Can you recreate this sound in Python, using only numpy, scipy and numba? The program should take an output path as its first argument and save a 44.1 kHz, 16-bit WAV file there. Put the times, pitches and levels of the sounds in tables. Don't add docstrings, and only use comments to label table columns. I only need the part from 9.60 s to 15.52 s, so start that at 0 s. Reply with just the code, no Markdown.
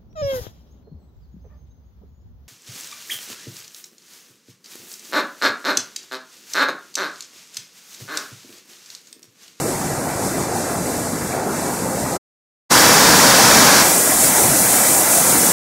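import sys
import numpy as np
from scipy import signal
from scipy.io import wavfile
from scipy.ndimage import uniform_filter1d, map_coordinates
from numba import njit

SR = 44100
rng = np.random.default_rng(int(sys.argv[2]) if len(sys.argv) > 2 else 0)


def ratio(d):
    e = np.asarray(d, float) / 20
    return 10 ** e


def persist_wave(psi):
    counts = np.round(np.clip(psi, -1, 1) * 32767).astype(np.int16)
    wavfile.write(sys.argv[1], SR, np.atleast_2d(counts).T)


N = 261072

BAND_EDGES = [80, 330, 2000, 6000, 15500]
# pitch_hz, density_db (per Hz)
FAR_COLOUR = [(15, -62.5), (25, -23.5), (107, 2), (140, 3), (296, 1), (420, -3.5), (801, -6.5),
              (1110, -15.5), (1330, -16), (2000, -22), (3150, -34), (4240, -27.5), (8080, -18.5),
              (13500, -28), (15400, -35.5)]
NEAR_COLOUR = [(15, -53), (25, -23), (86, -12.5), (140, -3.5), (266, -2), (388, -7.5), (494, -3.5),
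               (719, -6), (941, -3), (1140, -5.5), (1610, -4), (2830, -11.5), (5550, -2.5), (10900, -9),
               (15400, -14)]
CLAMPED_COLOUR = [(15, -64), (25, -26), (140, -4.5), (313, -1), (388, -7), (739, -2.5), (1200, -10.5),
                  (1370, -8.5), (1840, -11.5), (2050, -10.5), (2830, -17.5), (4600, -13.5), (7450, -3),
                  (9000, -2), (15400, -11.5)]
# rumble_db, roar_db, rush_db, spray_db
STEADY = [
    (-31, -26, -35.5, -30.5),
    (-22.5, -14.5, -14.5, -15.5),
    (-29, -22.5, -24.5, -15),
]
# centre_s, level_db
HEAVES = [(.19, -1), (.26, 3), (.52, 1), (.64, 4), (.78, 5.5), (.97, 0.5), (1.14, 0.5), (1.36, 1),
          (1.53, 4), (1.65, 4), (1.9, 2), (2.07, 2), (2.43, 3), (3.36, 0.5), (3.52, 1), (3.87, -2),
          (3.96, 2.5), (4.66, 4), (4.77, -2), (4.84, 4), (4.93, 5.5), (5.44, -2), (5.54, -3.5), (5.74, 4.5)]
# centre_s, level_db
SURGES = [(.05, -0.5), (.4, -1.5), (.6, 1.5), (.97, 1.5), (1.6, -2.5), (1.8, 2.5), (3.16, 1.5), (3.99, 1.5),
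          (4.07, -0.5), (4.74, -1), (4.9, 0), (5.6, -1)]
# centre_s, level_db, length_s
GUSTS = [(.08, 2, 0.075), (0.302, -1.5, 0.11), (0.696, 1.5, .06), (0.91, -3, 0.046), (1.35, 1.5, 0.039),
         (1.595, -1, .05), (1.84, -4, 0.066), (2.182, 0.8, 0.076), (2.4, -0.5, .04), (3.45, -1, 0.13),
         (3.99, 0.7, .06), (4.402, -1, 0.15), (4.684, 0.5, 0.043)]
# crossover_hz, overlap_octaves
CROSSOVER = [
    (3350, .6),
    (3380, 0.53),
    (3120, .85),
]
WANDER = [.32, .27, .18]
# pitch_hz, level_db
WIDTH = [(25, -10.5), (60, -24), (125, -44), (500, -42.5), (1000, -35), (2500, -17), (4000, -20),
         (6000, -36.5), (12000, -29), (15000, -19.5)]

FRAME = 512
PATH_LAG = 3 * SR // 1000
TOP_HZ = 15760
FADE_OUT_S, FADE_IN_S = (2.561, 2.586), (3.091, 3.121)
CLAMP_START_S, CLAMP_TIME_S = 4.205, 0.069
HEAVE_S, SURGE_S = 0.038, 0.11
RUSH_OF_SURGE, RUSH_OF_GUST, RUSH_OF_BITE = 0.3, 0.55, 0.27
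OVERSHOOT_DB, DEEPEST_S, RECOVER_S = -2.0, 4.42, 0.066
CLOSE_TOP_WIDTH_DB = -8.5


@njit
def bubble_rings(start, hz, size, cycles, glide):
    out = np.zeros(N + 40000)
    for k in range(len(start)):
        n = int(cycles * SR / hz[k])
        phase = 0.0
        for i in range(3 * n):
            phase += 2 * np.pi * hz[k] * (1 + glide * i / n) / SR
            swell = min(8.0 * i / n, 1.0)
            out[start[k] + i] += size[k] * np.exp(-2.0 * i / n) * swell * np.sin(phase)
    return out[:N]


def water(count=20000, low_hz=108.25, high_hz=2561.0, scatter_db=2.5, bubble_db=-13.5):
    when, pitch, size = rng.random((count, 3)).T
    start = (when * N).astype(np.int64)
    hz = low_hz * (high_hz / low_hz) ** pitch
    strength = hz * ratio(-scatter_db * np.log(1 - size))
    pops = bubble_rings(start, hz, strength, cycles=8.7, glide=0.12)
    return rng.standard_normal(N) + ratio(bubble_db) * pops / pops.std()


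def swells(t, centre_s, db, length_s):
    return (db * np.exp(-0.5 * ((t[:, None] - centre_s) / length_s) ** 2)).sum(axis=1)


def loudness(t, share):
    heave = swells(t, *np.transpose(HEAVES), HEAVE_S)
    surge = swells(t, *np.transpose(SURGES), SURGE_S)
    gust = swells(t, *np.transpose(GUSTS))
    bite = swells(t, np.array([DEEPEST_S]), OVERSHOOT_DB, RECOVER_S)
    rush = RUSH_OF_SURGE * surge + RUSH_OF_GUST * gust + RUSH_OF_BITE * bite
    return np.transpose(STEADY) @ share + np.array([heave + bite, surge + bite, rush, gust])


def on_log(hz, table):
    f, db = np.transpose(table)
    return np.interp(np.log(np.maximum(hz, 1)), np.log(f), db)


def follow(colour_db, hz, levels):
    lift = []
    for lo, hi, db in zip(BAND_EDGES, BAND_EDGES[1:], levels):
        in_band = (hz >= lo) & (hz < hi)
        power = (ratio(colour_db[in_band]) ** 2).sum(axis=0) / len(hz)
        lift.append(db - 10 * np.log10(power))
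    lift = np.array(lift)
    centres = np.log(np.sqrt(np.multiply(BAND_EDGES[1:], BAND_EDGES[:-1])))
    log_hz = np.log(np.maximum(hz, 1))
    weights = np.array([np.interp(log_hz, centres, one) for one in np.eye(len(lift))])
    steady = np.clip(1.6 - hz / 60, 0, 0.75)[:, None]
    return colour_db + weights.T @ lift + steady * (uniform_filter1d(lift[0], size=90) - lift[0])


def churn(hz, t, count, rate):
    knots = rng.standard_normal((count, 400))
    rows = np.log(np.clip(hz, 50, None) / 50) / np.log(SR / 100) * (count - 1)
    columns = np.clip(t * rate, 0, 398)
    field = map_coordinates(knots, np.meshgrid(rows, columns, indexing="ij"), order=3)
    return field / field.std()


def ramp(t, t0, t1):
    return np.clip((t - t0) / (t1 - t0), 0, 1)


def viewpoint(t):
    close = t > (FADE_OUT_S[1] + FADE_IN_S[0]) / 2
    clamp = 1 - np.exp(-np.maximum(t - CLAMP_START_S, 0) / CLAMP_TIME_S)
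    return np.array([~close, close * (1 - clamp), clamp])


def microphone_paths(hz, t, share, busy):
    cross_hz, overlap = np.transpose(CROSSOVER) @ share
    cross_hz = cross_hz * 2 ** (WANDER @ share * churn(hz, t, count=60, rate=16.0))
    octaves = np.log2(np.maximum(hz, 1)[:, None] / cross_hz)
    turn = np.pi / 4 * (1 + np.tanh(octaves / overlap))
    low = 1 / (1 + (hz / 1500) ** 4)[:, None]
    bass = np.cos(turn) * ratio(busy * 1.6 * low * churn(hz, t, count=30, rate=14.0))
    treble = np.sin(turn) * ratio(0.32 * (1 - low) * churn(hz, t, count=40, rate=11.0))
    return bass, treble * np.exp(0.4j * churn(hz, t, count=60, rate=11.0))


def stereo_width(hz, t, share):
    narrowing = CLOSE_TOP_WIDTH_DB * np.outer(ramp(hz, 5000, 7000), share[0] < 0.5)
    flicker = 6.2 * churn(hz, t, count=40, rate=30.0)
    return ratio(on_log(hz, WIDTH)[:, None] + narrowing - 1.0 + flicker)


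def to_frames(x):
    return signal.stft(x, SR, nperseg=2 * FRAME, noverlap=3 * FRAME // 2)


def to_sound(z):
    return signal.istft(z, SR, nperseg=2 * FRAME, noverlap=3 * FRAME // 2)[1][:N]


def scene():
    hz, t, mid = to_frames(water())
    side = to_frames(rng.standard_normal(N))[2]
    share = viewpoint(t)
    busy = 1 - 0.8 * share[1]
    colours = np.array([on_log(hz, c) for c in (FAR_COLOUR, NEAR_COLOUR, CLAMPED_COLOUR)])
    gain = ratio(follow(colours.T @ share, hz, loudness(t, share)))
    gain = gain * ratio(0.74 * busy * churn(hz, t, count=6, rate=17.0))
    bass, treble = microphone_paths(hz, t, share, busy)
    m = np.roll(to_sound(mid * gain * bass), PATH_LAG) + to_sound(mid * gain * treble)
    s = to_sound(side * gain * busy * stereo_width(hz, t, share))
    return np.array([m + s, m - s])


def thin(x, under_db=-5.2, faint_db=-7.0, slope=0.55):
    hz, t, z = signal.stft(x, SR, nperseg=4 * FRAME, noverlap=3 * FRAME)
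    power = np.abs(z.mean(axis=0)) ** 2 + 1e-20
    around = uniform_filter1d(uniform_filter1d(power, size=48, axis=0), size=9, axis=1) + 1e-20
    local = uniform_filter1d(uniform_filter1d(power, size=4, axis=0), size=5, axis=1)
    range_db = 10 * np.log10(np.abs(around) / around.mean(axis=0))
    limit_db = np.minimum(under_db - slope * (range_db - faint_db), -3.1)
    limit_db = limit_db + np.clip(hz / 6000 - 1, 0, 1.1)[:, None]
    limit_db = np.minimum(limit_db + 2.2 * churn(hz, t, count=300, rate=13.0), -1.6)
    kept = (local > around * ratio(limit_db) ** 2) | (hz < 600)[:, None]
    z = z * kept * (hz < TOP_HZ)[:, None]
    return signal.istft(z, SR, nperseg=4 * FRAME, noverlap=3 * FRAME)[1][:, :N]


def band_limit(x):
    return signal.sosfilt(signal.butter(12, 16580, fs=SR, output="sos"), x)


def record(dry):
    t = np.arange(N) / SR
    soft = dry / (1 + np.abs(dry / 0.9) ** 5) ** (1 / 5)
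    fade_out = np.sin(np.pi / 2 * (1 - ramp(t, *FADE_OUT_S))) ** 4.8
    fade_in = np.sin(np.pi / 2 * ramp(t, *FADE_IN_S)) ** 3.8
    return band_limit(thin(soft) * (fade_out + fade_in))


dry = scene()
out = record(dry)
persist_wave(out)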